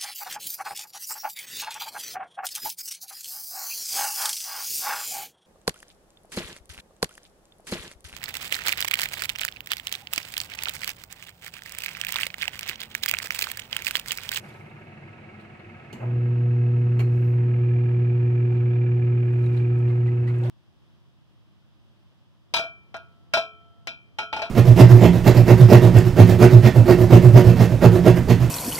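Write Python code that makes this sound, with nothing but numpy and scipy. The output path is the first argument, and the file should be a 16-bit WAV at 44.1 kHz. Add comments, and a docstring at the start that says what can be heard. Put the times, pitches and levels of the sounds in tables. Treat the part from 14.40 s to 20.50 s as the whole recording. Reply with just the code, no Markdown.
"""A twin tub washing machine's motor hums at twice mains frequency, heard just above the open wash tub.
A shaft, probably the spin tub's, whirrs throughout and rubs twice a turn. The timer clicks, the motor
starts with a shudder and the pulsator churns laundry in sudsy water. A sharp double clack and a faint
high squeak follow. The water drips and splashes, most of all near the end."""
import sys
import numpy as np
from scipy import signal
from scipy.fft import rfft, irfft, next_fast_len
from scipy.io import wavfile
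from scipy.ndimage import map_coordinates

SR = 44100
rng = np.random.default_rng(int(sys.argv[2]) if len(sys.argv) > 2 else 0)


def dump_mix(stems):
    """Bounce the given channels to the path in sys.argv[1] as a 16-bit WAV at rate SR."""
    frames = np.atleast_2d(stems).T  # one column per channel
    limited = np.clip(frames, -1, 1)  # hard clip at full scale
    pcm = np.round(limited * 32767).astype(np.int16)
    wavfile.write(sys.argv[1], SR, pcm)


N = 268965

SWITCH_S, START_S = 1.5275, 1.596  # timer closes; motor turns
PULL_IN_S, SWIRL_S = .038, 2.2  # motor takes hold; water reaches full swirl
PAN = np.array([[.5], [-.5]])  # splits a left-minus-right difference
# Bright spectrum of spray, drip echo and timer snap: freq_hz, density_db
SPRAY_SPECTRUM = [(1500, -15), (2800, 0.5), (4000, 0.5), (5500, -8.5), (8000, -8), (11000, -12.5),
                  (15000, -16.5)]


def amp(db):
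    """Decibels to gain."""
    return 10 ** (np.asarray(db) / 20)


def unit(x):
    """x at rms 1."""
    return x / np.sqrt(np.mean(x ** 2) + 1e-20)


def clock():
    """Sample times in seconds."""
    return np.arange(N) / SR


def ramp(start_s, length_s):
    """Linear rise from 0 to 1."""
    return np.clip((clock() - start_s) / length_s, 0, 1)


def flanks(top_s, rise_s, fall_s):
    """Distance from top_s, in rise times before it and fall times after."""
    return np.maximum((top_s - clock()) / rise_s, (clock() - top_s) / fall_s)


def burst(start_s, attack_s, t60_s):
    """Envelope with exponential attack and decay."""
    age_s = np.maximum(clock() - start_s, 0)
    return (1 - np.exp(-age_s / attack_s)) * amp(-60 * np.minimum(age_s / t60_s, 3))


def wobble(rate_hz):
    """Smooth random curve with knots at rate_hz."""
    knots = rng.standard_normal(int(N * rate_hz / SR) + 4)
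    return map_coordinates(knots, [clock() * rate_hz], mode="nearest")


def noise():
    """Two independent white noises."""
    return rng.standard_normal((2, N))


def sine(hz):
    """Sine following a per-sample frequency."""
    return np.sin(2 * np.pi * np.cumsum(hz, axis=-1) / SR)


def along(points, hz):
    """(freq_hz, value) points read on a log axis."""
    freq_hz, values = np.transpose(points)
    return np.interp(np.log(hz + 1), np.log(freq_hz), values)


def filtered(x, response):
    """x through a complex frequency response."""
    size = next_fast_len(N + SR // 2)
    return irfft(rfft(x, size) * response(np.fft.rfftfreq(size, 1 / SR)), size)[..., :N]


def coloured(x, spectrum):
    """x shaped by (freq_hz, density_db) points, at rms 1."""
    return unit(filtered(x, lambda hz: amp(along(spectrum, hz))))


def resonate(x, modes):
    """x through steep-skirted (freq_hz, width_hz, gain_db) resonances, at rms 1."""
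    def mode(hz, centre_hz, width_hz, db):
        damping = 2j * hz * width_hz
        return amp(db) * (damping / (centre_hz ** 2 - hz ** 2 + damping)) ** 2

    return unit(filtered(x, lambda hz: sum(mode(hz, *row) for row in modes)))


def bubbles(count, pitch_hz, log_spread, decay_cycles, size_db, samples=600):
    """Randomly timed stereo bubbles, each a damped sine rising in pitch."""
    when, pitch, size, pan = np.hsplit(rng.random((count, 4)), 4)
    hz = np.minimum(pitch_hz * np.exp(log_spread * (2 * pitch - 1)), SR / 3)
    cycles = hz * np.arange(samples) / SR
    life = cycles / decay_cycles
    gain = amp(-size_db * np.log(np.maximum(size, .01)))
    ring = gain * np.exp(-life) * np.sin(2 * np.pi * cycles * (1 + np.minimum(life, 2) / 20))
    index = (when * N).astype(int) + np.arange(samples)
    sides = np.cos(2 * np.pi * pan), np.sin(2 * np.pi * pan)
    return unit(np.array([np.bincount(index.ravel(), (ring * side).ravel(), N)[:N] for side in sides]))


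def drum():
    """The turning drum rumbles and stirs a thin hiss of air."""
    # Rumble and air spectra: freq_hz, density_db
    rumble = [(25, -50.5), (50, -33), (75, -13), (102, 4.5), (125, 0), (145, 5), (185, -6.5), (215, 4.5),
              (265, -14.5), (335, -1.5), (390, -8), (450, -13), (800, -13.5), (2000, -60)]
    air = [(400, 13.5), (2500, 21), (3200, 8), (3800, 4.5), (4200, 4), (5500, -4.5), (7000, -6.5),
           (10500, -15), (13000, -28)]
    return amp(-46.5) * coloured(noise(), rumble) + amp(-55.5) * coloured(noise(), air)


def shaft():
    """A bent shaft rubs twice a turn, once harder: it scrapes, ticks, squeals, and chirps while binding."""
    # Shaft speed: time_s, turns_per_s
    speed = [(0.0, 17.34), (0.3, 18.96), (1.1, 19.1), (1.2, 21.31), (1.4, 18.98), (1.9, 20.13),
             (2.1, 19.55), (2.7, 19.74), (2.8, 18.78), (3.4, 20.44), (3.5, 18.54), (4.0, 20.44),
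             (4.2, 19.12), (4.8, 19.28), (5.0, 18.74), (5.5, 20.02), (5.7, 17.54), (6.1, 17.78)]
    # Scrape spectrum: freq_hz, density_db
    whirr = [(450, -1.5), (620, 2.5), (900, -1), (1050, -5), (1200, 0), (1380, -10.5), (1680, 1),
             (1980, -9), (2200, -4.5), (2520, -11.5), (2800, -2.5), (3050, -15.5), (3400, -22),
             (5000, -31.5), (8000, -65)]
    # Cabinet and bearing resonances: freq_hz, width_hz, gain_db
    cabinet_modes = [(729, 16, 6), (926, 14, 2), (1297, 14, 6), (1447, 12, 2), (1635, 25, -1),
                     (1897, 22, -3), (2110, 25, -3), (2500, 20, -3.5), (2590, 70, -8), (3045, 20, -16),
                     (3150, 12, -16)]
    bearing_modes = [(1706, 30, 0), (2348, 17, 4), (2680, 70, -9), (3290, 100, -18.5), (3510, 31, -17)]
    turns = np.cumsum(np.interp(clock(), *np.transpose(speed))) / SR
    driven = ramp(START_S, PULL_IN_S)
    binding = ramp(2.78, .45) - ramp(5.35, .45)

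    def contact(angle_turns, width_turns):
        """Pressure around one shaft angle."""
        return np.exp(-(((turns - angle_turns + .5) % 1 - .5) / width_turns) ** 2)

    def tone(hz):
        """Unsteady friction tone and its weaker, unrelated reflection."""
        return np.array([[1], [.55]]) * sine(hz + 22 * np.array([wobble(70), wobble(70)]))

    second_rub = .4 + .35 * ramp(1, .8)
    rubs = contact(.72, .15) + .25 * contact(.92, .1) + second_rub * contact(.17, .12)
    pressure = unit((.27 + rubs) * amp(.6 * wobble(20)))
    touch = unit((contact(.7, .085) + second_rub * contact(.17, .08)) * amp(1.3 * wobble(30)))
    release = unit((.2 + contact(.86, .13)) * amp(1.5 * wobble(20)))
    grip = unit((.18 + contact(.75, .13) + .76 * contact(.22, .12)) * amp(.4 * wobble(40)))
    mid_side = np.array([[1], [.75]])
    scrape = amp(-55.5) * coloured(pressure * noise(), whirr)
    cabinet = amp(-56) * resonate(mid_side * noise(), cabinet_modes) * pressure ** .5
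    tick = amp(-61 - 10.5 * binding) * touch * tone(hz=2596)
    catch = amp(-48) * burst(.888, .001, .083)  # one rub catches and squeals louder
    squeal = (amp(-58 - 4.5 * driven) * release + catch) * tone(hz=2250)
    soft_release = unit(contact(.86, .13) * amp(4 * wobble(12)))
    squeal += amp(-59.5 - 4.5 * driven) * soft_release * tone(hz=2135)
    chirp = amp(-52) * tone(hz=2395) + amp(-58.5) * resonate(mid_side * noise(), bearing_modes)
    return amp(1.5 * driven) * (scrape + cabinet + tick) + squeal + binding * grip * chirp


def water():
    """Waves slosh and fold the crackling foam over; once driven, the load churns and gurgles."""
    # Wave crests: crest_s, fizz_db, slosh_db
    waves = [(0.03, -65.5, -56), (2.76, -70.5, -63.5), (4.169, -82.5, -67.5), (5.06, -70.5, -64),
             (5.521, -79.5, -62), (6.059, -69, -47.5)]
    # Load, water and foam spectra: freq_hz, density_db
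    churn_spectrum = [(25, -12), (55, -10.5), (75, 0.5), (115, 9), (150, 6.5), (180, 2), (215, -4),
                      (265, -9.5), (310, -1.5), (385, 0), (440, -11.5), (650, -59)]
    slosh_spectrum = [(90, -63), (250, -26.5), (420, -9.5), (510, -0.5), (580, -3.5), (760, -6),
                      (1000, -6.5), (1500, -26.5), (3000, -75), (6000, -75.5)]
    fizz_spectrum = [(1200, -19.5), (2500, -9.5), (4100, -2.5), (5200, 1), (7000, -1.5), (9500, -0.5),
                     (13000, -1), (15000, -8)]
    wave_slosh = sum(amp(db) * np.exp(-flanks(s, .054, .14)) for s, _, db in waves)
    wave_fizz = sum(amp(db) * np.exp(-flanks(s, .18, .18)) for s, db, _ in waves)
    driven = ramp(1.53, .11)
    churn_db = -41 + 1.5 * ramp(START_S, SWIRL_S) + .37 * wobble(13)
    churn = driven * amp(churn_db) * coloured(noise(), churn_spectrum)
    gurgle = bubbles(count=1500, pitch_hz=650, log_spread=.5, decay_cycles=4.5, size_db=1.5, samples=1200)
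    slosh = (driven * amp(-55) + wave_slosh) * coloured(noise() + .15 * gurgle, slosh_spectrum)
    crackle = bubbles(count=2500, pitch_hz=6000, log_spread=.5, decay_cycles=2, size_db=1.8, samples=150)
    fizz = (amp(-95.5) + wave_fizz) * amp(wobble(12)) * coloured(noise() + .7 * crackle, fizz_spectrum)
    return churn + slosh + fizz


def splashes():
    """Crests break into droplet spray over a soft slap; a few big bubbles plop."""
    # Breaking crests: start_s, level_db, slap_offset_db
    crests = [(0.041, -44, 9), (0.085, -43.5, -1), (0.138, -55.5, 13.5), (0.997, -50, -13), (4.115, -52, 4),
              (5.129, -44, -8), (5.165, -45.5, 10.5), (5.476, -45, 5), (5.66, -47, -5.5),
              (5.871, -40.5, 10.5), (5.94, -52, 5), (6.034, -38.5, 6.5), (6.061, -47, 1)]
    # Slap spectrum: freq_hz, density_db
    slap_spectrum = [(150, -69), (700, 1), (2200, 5), (3000, -9), (5000, -23), (9000, -54)]
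    # Big bubbles: start_s, pitch_hz, level_db
    plops = [(5.498, 1170, -38.5), (5.678, 2020, -33.5), (5.873, 1970, -33), (5.89, 2140, -35.5),
             (6.03, 797, -37), (6.05, 600, -29), (6.075, 690, -34)]
    spray = sum(amp(db - 13) * burst(s - .003, .0046, .27) for s, db, _ in crests)
    slap = sum(amp(db + offset_db - 7.5) * burst(s, .018, .2) for s, db, offset_db in crests)
    droplets = bubbles(count=16000, pitch_hz=5500, log_spread=.8, decay_cycles=5, size_db=2, samples=200)
    droplets += .7 * noise()
    pockets = bubbles(count=7000, pitch_hz=1700, log_spread=.8, decay_cycles=5, size_db=2) + .6 * noise()
    out = spray * coloured(droplets, SPRAY_SPECTRUM) + slap * coloured(pockets, slap_spectrum)
    for start_s, hz, db in plops:
        out[0] += amp(db) * burst(start_s, .0032, .073) * sine(hz * (1 + .04 * wobble(700)))
    return out


def drips():
    """Drops ring on the water and echo in the tub; the tiniest tick dryly on the wall."""
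    # Drops on water: start_s, pitch_hz, level_db
    drops = [(0.297, 3620, -56), (0.997, 3700, -56), (1.0104, 4200, -57), (1.194, 4340, -58),
             (4.17, 3700, -56), (4.333, 3600, -54), (4.351, 3600, -57), (4.433, 3600, -57.5),
             (5.04, 4100, -53), (5.0615, 3800, -46.5), (5.173, 3950, -43.5)]
    # Droplets on the wall: start_s, level_db
    spats = [(0.089, -55.5), (4.865, -68), (4.931, -63), (5.387, -58.5), (5.985, -57.5), (6.032, -58.5)]
    # Wall tick spectrum: freq_hz, density_db
    spat_spectrum = [(2500, -20), (5000, -3.5), (9000, 2), (11500, -4), (14000, -11.5)]
    out = np.zeros((2, N))
    echo = coloured(noise(), SPRAY_SPECTRUM)
    for start_s, hz, db in drops:
        waver = 1 + .06 * np.array([wobble(900), wobble(900)])
        ring = burst(start_s, .0007, t60_s=.035) * sine(hz * waver)
        out += amp(db) * (ring + amp(-15.5) * burst(start_s, .001, t60_s=.06) * echo)
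    ticks = sum(amp(db) * burst(s, .0005, t60_s=.025) for s, db in spats)
    return out + ticks * coloured(noise(), spat_spectrum)


def timer():
    """The contact snaps in its plastic housing; the panel thumps under it."""
    # Housing and panel resonances: freq_hz, width_hz, gain_db
    housing_modes = [(2880, 110, 9), (4360, 170, -1), (6440, 320, -2.5), (7280, 330, -2.5),
                     (10900, 1100, -16.5), (13400, 450, -16)]
    panel_modes = [(226, 42, 3.5), (360, 34, -2), (935, 95, -12), (1940, 190, -16)]
    snap = 1.6 * burst(SWITCH_S, .0004, t60_s=.06) + .5 * burst(SWITCH_S, .003, t60_s=.37)
    knock = burst(SWITCH_S, .001, t60_s=.34)
    housing = unit(resonate(noise(), housing_modes) + .49 * coloured(noise(), SPRAY_SPECTRUM))
    return amp(-49) * snap * housing + amp(-36.5) * knock * resonate(noise(), panel_modes)


def wash_motor():
    """The stator pulls twice a mains cycle; the cabinet adds overtones that shake with the load."""
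    hum_hz, run_up_s = 120.66, .51
    swirl = ramp(START_S, SWIRL_S)
    fade_db = 6.5 * np.maximum(clock() - 5.59, 0)  # the listener draws back
    hum_db = -23.5 + 4 * ramp(START_S, run_up_s) - fade_db
    buzz_db = -41 + 6.5 * swirl - fade_db
    turning = (1 - np.exp(-np.maximum(clock() - START_S, 0) / PULL_IN_S)) ** 2
    stalled = (1 - turning) * amp(-22.5) * ramp(SWITCH_S, PULL_IN_S)
    phase = 2 * np.pi * hum_hz * clock()

    def partial(order, db, pan_db, shake, wave):
        """One harmonic, unsteady in level and phase."""
        line = (1 + shake * wobble(30)) * wave(order * phase + shake * wobble(30))
        return np.sqrt(2) * amp(db + pan_db * PAN) * line

    hum = partial(1, hum_db, pan_db=-.25, shake=.025, wave=np.cos)
    hum += partial(2, hum_db - 20.7 - 2.4 * swirl, pan_db=.5, shake=.12, wave=np.cos)
    # near resonance the cabinet wall lags by a quarter cycle
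    hum += partial(3, buzz_db, pan_db=-6, shake=.038, wave=np.sin)
    hum += partial(4, hum_db - 27 - 3 * swirl, pan_db=4.5, shake=.11, wave=np.sin)
    return (turning + stalled) * hum


def shudder():
    """The drive jolts the cabinet as it takes up the load."""
    # Jolt spectrum: freq_hz, density_db
    jolt = [(120, -14.5), (330, -8.5), (620, -2), (950, -8), (1300, -14.5), (2500, -21.5), (4000, -56.5)]
    take_up = np.exp(-flanks(top_s=1.63, rise_s=.024, fall_s=.052))
    return amp(-38.5) * take_up * coloured(noise(), jolt)


def clacks():
    """Something hard, perhaps a fastener, hits the tub twice: crack, shell knock and metallic ring."""
    # Impacts: start_s, crack_db, knock_db, ring_db
    hits = [(2.592, -38.5, -34, -40.5), (2.6021, -45, -39, -41)]
    # Crack and knock spectra: freq_hz, density_db
    crack_spectrum = [(600, -0.5), (2300, 0.5), (2800, 3.5), (3500, -13), (4300, -7), (5400, -16.5),
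                      (6500, -13), (9000, -21.5), (12500, -29), (13900, -12.5), (15000, -28)]
    knock_spectrum = [(100, -12), (300, -5.5), (410, 10.5), (600, -6), (780, -1), (1050, -7), (1600, -12),
                      (2400, -8), (4000, -31.5)]
    # Steel modes: freq_hz, gain_db, t60_s
    steel_modes = [(2245, 0.5, 0.12), (2330, -2, 0.1), (2770, -3, .08), (4200, -10.5, 0.21),
                   (4330, -13, .12), (6100, -18, 0.098), (6993, -16, .12), (8350, -24, .11),
                   (9990, -23.5, .1)]
    crack, knock = coloured(noise(), crack_spectrum), coloured(noise(), knock_spectrum)
    out = np.zeros((2, N))
    age_s = np.arange(SR // 3) / SR
    attack = 1 - np.exp(-age_s / .001)
    for start_s, crack_db, knock_db, ring_db in hits:
        out += amp(crack_db) * burst(start_s, .0008, t60_s=.07) * crack
        out += amp(knock_db) * burst(start_s, .001, t60_s=.15) * knock
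        for hz, mode_db, t60_s in steel_modes:
            drift_rad = np.cumsum(rng.normal(0, .06, (2, len(age_s))), axis=1)
            phase = 2 * np.pi * (hz * age_s + rng.random((2, 1))) + drift_rad
            ring = attack * amp(ring_db + mode_db - 60 * age_s / t60_s) * np.sin(phase)
            out[:, round(start_s * SR):][:, :len(age_s)] += ring
    return out


def squeak():
    """A faint, very high squeak arches in pitch and level inside a breathy swish."""
    away = np.minimum(flanks(top_s=2.88, rise_s=.22, fall_s=.13), 1)
    pitch_hz = 13450 - 1900 * away ** 2
    envelope = (1 - away ** 8) * amp(-71.5 - 15 * away)
    whistle = (1 + .3 * wobble(120)) * sine(pitch_hz + 90 * wobble(1500))
    swish = wobble(2400) * sine(pitch_hz + 500 * wobble(3000))
    return envelope * (whistle + amp(1.5) * swish)


def in_tub(mid_side):
    """Tub reflections turn two unrelated signals into a partly alike left and right."""
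    # Left-right likeness: freq_hz, correlation
    likeness = [(130, 0.97), (300, 0.96), (640, 0.35), (1400, 0.25), (2500, 0.26), (4000, 0.048),
                (7000, 0.25), (12000, 0.94)]
    # Level balance: freq_hz, left_minus_right_db
    balance = [(100, 0), (500, -0.5), (1300, 0), (1900, 0), (2400, -5), (4400, -2), (8000, 0.5)]
    # Phase difference: freq_hz, left_lead_rad
    lead = [(100, 0.21), (430, 0.29), (780, 0.8), (1300, 1.3), (1750, 1.4), (2400, 1.5), (3000, 0.1),
            (6000, 0.3)]

    def blend(hz):
        angle = np.arccos(np.clip(along(likeness, hz), 0, 1)) / 2
        return np.array([np.cos(angle), np.sin(angle)])

    def placement(hz):
        return amp(PAN * along(balance, hz)) * np.exp(1j * PAN * along(lead, hz))

    mid, side = filtered(mid_side, blend)
    return filtered(np.array([mid + side, mid - side]), placement)


def scene():
    """Hum and squeak arrive directly; the rest comes through the tub."""
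    direct = wash_motor() + squeak()
    inside = drum() + shaft() + water() + splashes() + drips() + timer() + clacks() + shudder()
    return direct + in_tub(inside)


def record(dry):
    """Steep low-pass band limit."""
    cutoff_hz = 15150
    return signal.sosfilt(signal.ellip(10, .1, 90, cutoff_hz, fs=SR, output="sos"), dry)


dry = scene()
out = record(dry)
dump_mix(out)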